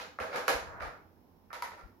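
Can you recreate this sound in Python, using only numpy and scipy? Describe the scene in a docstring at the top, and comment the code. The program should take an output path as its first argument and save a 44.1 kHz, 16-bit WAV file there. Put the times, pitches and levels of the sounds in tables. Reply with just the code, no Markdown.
"""A hollow plastic toy truck is tipped over, set down and rolled a short way on a hard floor.
Its body knocks and rattles, its wheels patter; then small plastic toys click together in its bed.
Each contact spreads through the plastic as a bending wave and rings its modes in a bare, live room.
Soft low bumps reach the microphone ports, over a faint room rumble and hiss."""
import sys
import numpy as np
from scipy import signal
from scipy.fft import rfft, irfft, next_fast_len
from scipy.io import wavfile

SR = 44100
rng = np.random.default_rng(int(sys.argv[2]) if len(sys.argv) > 2 else 0)


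def generate_wav(sig):
    """Save sig (samples, or channels by samples) to the path in sys.argv[1] as 16-bit PCM at SR."""
    pcm = np.round(np.clip(np.atleast_2d(sig).T, -1, 1) * 32767).astype(np.int16)
    wavfile.write(sys.argv[1], SR, pcm)


N = 88200
ROOM_BUILD_S = 0.0052


def amp(db):
    """Decibels to gain."""
    return 10 ** (np.asarray(db) / 20)


def unit(x):
    """Scale to rms 1."""
    return x / np.sqrt(np.mean(x ** 2) + 1e-20)


def decay(t, t60):
    """An envelope that falls 60 dB in t60 seconds."""
    return np.exp(-np.log(1000) * t / t60)


def along(points, hz):
    """Read a curve of (f/Hz, value) points on a log frequency axis."""
    f, v = np.transpose(points)
    return np.interp(np.log(hz + 1), np.log(f + 1), v)


def filtered(x, response):
    """Filter x by a function of frequency."""
    n = x.shape[-1]
    m = next_fast_len(n + SR // 4)
    return irfft(rfft(x, m) * response(np.fft.rfftfreq(m, 1 / SR)), m)[..., :n]


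def equalised(x, curve):
    """Shape x with an EQ curve of (f/Hz, gain/dB) points."""
    return filtered(x, lambda hz: amp(along(curve, hz)))


def panned(x, balance):
    """Tilt each frequency between the left and right port."""
    return filtered(x, lambda hz: amp(along(balance, hz) * np.array([[.5], [-.5]])))


def minimum_phase(gain):
    """The impulse response with the sharpest attack for this spectrum."""
    cepstrum = irfft(np.log(np.maximum(gain, 1e-6)))
    half = len(cepstrum) // 2
    cepstrum[1:half] *= 2
    cepstrum[half + 1:] = 0
    return irfft(np.exp(rfft(cepstrum)))[:half]


def add(out, start_s, x):
    """Mix x into out at start_s."""
    i = max(round(start_s * SR), 0)
    out[:, i:i + x.shape[1]] += x[:, :N - i]


def diffuse(n):
    """Stereo noise as a room delivers it: alike in the bass, unrelated in the treble."""
    # likeness of left and right: f/Hz, correlation
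    likeness = [(100, 0.7), (300, 0.7), (550, 0.62), (1000, 0.024), (3000, -0.0079)]

    def mid_side_gains(hz):
        angle = np.arccos(np.clip(along(likeness, hz), -1, 1)) / 2
        return np.array([np.cos(angle), np.sin(angle)])

    mid, side = filtered(rng.standard_normal((2, n)), mid_side_gains)
    return np.array([mid + side, mid - side])


def room_tone():
    """A faint, steady bed of rumble and hiss."""
    # colour of the bed: f/Hz, gain/dB
    colour = [(24, -31), (45, -3), (70, -6), (90, 3), (120, -15.5), (170, -7.5), (280, -7), (450, -12),
              (650, -16.5), (900, -13), (1200, -24), (2500, -33.5), (4800, -37.5), (5250, -31.5),
              (5700, -37.5), (8300, -50), (12200, -33.5), (16000, -34.5)]
    # its stereo tilt: f/Hz, left minus right/dB
    balance = [(60, -1.5), (180, -8), (550, -3.5), (1650, -3.5), (4970, 3), (15000, -2)]
    return panned(amp(-62.5) * unit(equalised(diffuse(N), colour)), balance)


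def room_tail():
    """A fresh reverb tail of energy 1 a side: reflections build quickly, the treble dies first."""
    # reverb time of the bare room: f/Hz, t60/s
    reverb_times = [(150, 0.6), (500, 0.46), (1400, 0.45), (3700, 0.4), (7000, 0.43), (11000, 0.32),
                    (16000, 0.29)]
    predelay_s = 0.00067
    hz, t, bands = signal.stft(diffuse(SR * 3 // 4), SR, nperseg=256)
    tail = signal.istft(bands * decay(t, along(reverb_times, hz)[:, None]), SR, nperseg=256)[1]
    age = np.maximum(np.arange(tail.shape[1]) / SR - predelay_s, 0)
    tail *= 1 - np.exp(-age / ROOM_BUILD_S)
    return tail / np.sqrt(np.sum(tail ** 2) / 2)


def port_bumps():
    """Soft thuds of a few slow cycles, each mostly in one microphone port."""
    # low thuds: t/s, level/dB, f/Hz, left minus right/dB
    bumps = [(0.194, -44, 75, -9), (0.534, -37, 52, 21), (0.656, -57, 59, 18), (0.813, -40.5, 60, 36),
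             (0.854, -38.5, 51, 31), (1.826, -42, 50, 17)]
    length_s = 0.053
    out = np.zeros((2, N))
    t = np.arange(SR // 4) / SR
    swell = np.sin(np.pi * np.minimum(t / length_s, 1)) ** 2
    for start_s, db, hz, pan_db in bumps:
        pan = amp([[min(pan_db, 0)], [min(-pan_db, 0)]])
        add(out, start_s, amp(db) * swell * np.sin(2 * np.pi * hz * t) * pan)
    return out


def wheels():
    """Hard wheels patter over the floor while the truck is pushed, with a low rumble on the left."""
    # colour of the patter: f/Hz, gain/dB
    colour = [(60, -14), (150, 2.5), (300, -2), (500, 4.5), (1000, 8), (1550, 6.5), (2200, -8), (3000, -24),
              (6000, -45), (9000, -48)]
    start_s, attack_s, stop_s, release_s = 0.524, 0.15, 0.88, 0.052
    ticks_per_s, rumble_hz, half_width_hz = 350, 72.5, 21
    t = np.arange(N) / SR
    push = np.clip((t - start_s) / attack_s, 0, 1) * np.clip((stop_s - t) / release_s + 1, 0, 1)
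    ticks = (rng.random(N) < ticks_per_s / SR) * rng.standard_normal(N)
    patter = push * unit(equalised(ticks, colour))
    reverb = signal.fftconvolve(room_tail(), patter[None], axes=1)[:, :N]
    low_band = lambda hz: 1 / (1 + ((hz - rumble_hz) / half_width_hz) ** 2)
    rumble = push * unit(filtered(rng.standard_normal(N), low_band))
    return amp(-52) * (.4 * patter + 1.41 * reverb) + amp(-46) * rumble * np.array([[1], [0]])


def bending(hz):
    """Phase of a bending wave in the plastic: its speed grows with the root of its frequency."""
    delay_at_1khz_s = 0.001177
    return np.exp(-4j * np.pi * delay_at_1khz_s * np.sqrt(1000 * hz))


def ring_out(modes, shell):
    """A body's modes linger as fading tones, struck a little differently each time."""
    scatter_db, stereo_spread_rad = 3.5, 0.98
    t = np.arange(SR // 2) / SR
    tones = np.zeros((2, len(t)))
    for hz, _, db in modes:
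        gain = amp(db + along(shell, hz) + rng.normal(0, scatter_db))
        phase = 2 * np.pi * (hz * t + rng.random())
        tones += gain * np.sin(phase + stereo_spread_rad * rng.standard_normal((2, 1)))
    envelope = decay(t, t60=0.36) * (1 - np.exp(-t / ROOM_BUILD_S))
    return unit(tones * envelope) / np.sqrt(len(t))


def plastic_hits(hits, shell, modes, chatter_t60_s, chatter_db, ring_db):
    """Each contact and its buzz of loose parts ring a plastic body, heard direct and through the room."""
    # hands and the truck's walls shade the direct path: f/Hz, gain/dB
    shade = [(500, -4), (1100, 3.5), (2200, 0), (4000, -2), (11000, -0.5)]
    hz = np.fft.rfftfreq(SR // 2, 1 / SR)
    resonances = sum(amp(db) ** 2 / (1 + (2 * (hz - f) / width) ** 2) for f, width, db in modes)
    body = unit(amp(along(shell, hz)) * np.sqrt(1 + resonances))
    n = SR // 20
    chatter_fade = decay(np.arange(n) / SR, chatter_t60_s)
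    out = np.zeros((2, N))
    for start_s, db, bass_db, edge_db, treble_db, direct_db in hits:
        colour = [(500, bass_db), (950, 0.028), (1700, 0.023), (3500, edge_db), (11000, treble_db)]
        knock = filtered(minimum_phase(body * amp(along(colour, hz))), bending)
        contact = amp(chatter_db) * unit(diffuse(n) * chatter_fade) / np.sqrt(n)
        contact[:, 0] += 1  # the impact itself, ahead of its chatter
        paths = room_tail()
        paths[:, :n] += amp(direct_db) * equalised(unit(contact), shade) / np.sqrt(n)
        add(out, start_s, amp(db) * signal.fftconvolve(paths, knock[None], axes=1))
        add(out, start_s, amp(db + ring_db) * equalised(ring_out(modes, shell), colour))
    return out


def nudges():
    """Plastic bumps softly against plastic, with a dull, buzzy chatter."""
    # soft contacts: t/s, level/dB, bass/dB, edge/dB, treble/dB, direct over room/dB
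    hits = [(0.187, -8.5, 6.5, -4.5, -5, -5.5), (0.304, -20, 15, 12, 6, -8), (0.328, -9, 5.5, 10.5, 2, -12),
            (0.462, -20.5, 15.5, 15, 11, -8), (0.801, -15, -9, -2, -5, -2.5),
            (0.806, -12.5, 6, 3, -8, -3.5), (0.823, -12.5, -3, 3, 6, -5.5), (0.908, -41.5, 10, -8, -3.5, 1),
            (1.503, -19.5, -10.5, -8, -18, -4), (1.775, -23, -1.5, 1.5, 6, -10),
            (1.811, -32.5, -3, 8, 2, 0)]
    # broad tone of the nudged plastic: f/Hz, gain/dB
    shell = [(60, -27.5), (300, -16.5), (550, 2.5), (900, -1), (1400, -1.5), (2200, -4), (3100, -21),
             (5000, -18.5), (8200, -36.5), (10500, -29.5), (16000, -44.5)]
    # its resonances: f/Hz, width/Hz, level over shell/dB
    modes = [(1199, 140, 4), (1369, 94, 9), (1800, 80, 0), (2310, 90, -2.5)]
    return plastic_hits(hits, shell, modes, chatter_t60_s=0.023, chatter_db=7.5, ring_db=-8.5)


def toy_clicks():
    """Small toys strike one another in the truck's bed: tight clicks with a higher ring."""
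    # clicks: t/s, level/dB, bass/dB, edge/dB, treble/dB, direct over room/dB
    hits = [(1.5298, -10.5, -1, 3, -3, -6), (1.6225, -8, -5.5, 0, -1, -1.5), (1.718, -22, 9, 1, -14, -2.5)]
    # broad tone of the toys: f/Hz, gain/dB
    shell = [(60, -26), (300, -23), (500, 1.5), (700, -0.5), (1000, -1), (1400, -7), (2200, -6.5),
             (3000, -12.5), (4800, -12.5), (7000, -16.5), (8200, -25.5), (10500, -16.5), (12500, -18.5),
             (16000, -34.5)]
    # their resonances: f/Hz, width/Hz, level over shell/dB
    modes = [(800, 16, 3), (956, 49, 11.5), (1316, 71, 11), (1490, 63, 6), (1830, 110, 9), (2020, 110, 5),
             (2306, 57, 3.5), (4120, 34, 0), (4450, 72, -10), (4950, 38, 0)]
    return plastic_hits(hits, shell, modes, chatter_t60_s=0.014, chatter_db=4, ring_db=-6.5)


def truck_knocks():
    """The hollow truck knocks on the hard floor and its loose parts rattle."""
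    # knocks: t/s, level/dB, bass/dB, edge/dB, treble/dB, direct over room/dB
    hits = [(0.0, -11.5, -2, 5.5, 1.5, -8.5), (0.201, -6, 3, -4, -6, -7.5),
            (0.216, -10, -2.5, -5.5, -3, -14), (0.26, -14.5, -12, -3, -3.5, -11.5),
            (0.343, -8, 5, -7, -6.5, -7.5), (0.359, -6, -16, 0.5, 3, -4.5),
            (0.372, -7, -3, -8.5, -10, -11.5), (0.4, -15.5, -12, -10, -1, -6),
            (0.4803, 4.5, -1.5, 0, 4.5, -3.5), (0.4915, -5.5, 8.5, -3, 2.5, -3.5),
            (0.518, -11.5, 1.5, 2, 0, -8), (0.818, -15, -9, -2.5, -9, -5), (0.842, -19.5, 1, 0, -1.5, -23),
            (0.878, -30.5, -3.5, -22, -2, 0)]
    # broad tone of the hollow body: f/Hz, gain/dB
    shell = [(60, -23), (160, -13.5), (330, -14), (440, -1.5), (650, -0.5), (1000, 0), (1600, 0.5),
             (2300, -6), (3100, -9), (5000, -12), (7000, -17.5), (8200, -28), (10500, -21), (12500, -23.5),
             (16000, -39)]
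    # its resonances: f/Hz, width/Hz, level over shell/dB
    modes = [(290.4, 37, 7.5), (390, 12, -2.5), (492.5, 32, 10), (546, 9.9, 5), (646, 18, 4.5),
             (797, 40, 4.5), (911, 26, 2.5), (969, 13, 1), (1280, 110, 2), (1578, 24, -3), (1660, 19, 5.5),
             (2170, 180, 1.5), (2500, 50, 4.5), (2980, 42, 1.5), (4095, 170, 1.5)]
    return plastic_hits(hits, shell, modes, chatter_t60_s=0.025, chatter_db=3.5, ring_db=-7)


def scene():
    """Truck and toys, their lows and top treble leaning right, over the bumps and room tone."""
    # stereo tilt between the ports: f/Hz, left minus right/dB
    balance = [(100, -7), (500, -1), (1200, -2.5), (2500, -1), (4500, 1), (7000, -0.5), (9500, -6.5),
               (12000, -9), (16000, -11)]
    plastic = truck_knocks() + nudges() + toy_clicks() + wheels()
    return panned(plastic, balance) + port_bumps() + room_tone()


def record(dry):
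    """A brick-wall high cut at 16 kHz."""
    return filtered(dry, lambda hz: hz < 16000)


dry = scene()
out = record(dry)
generate_wav(out)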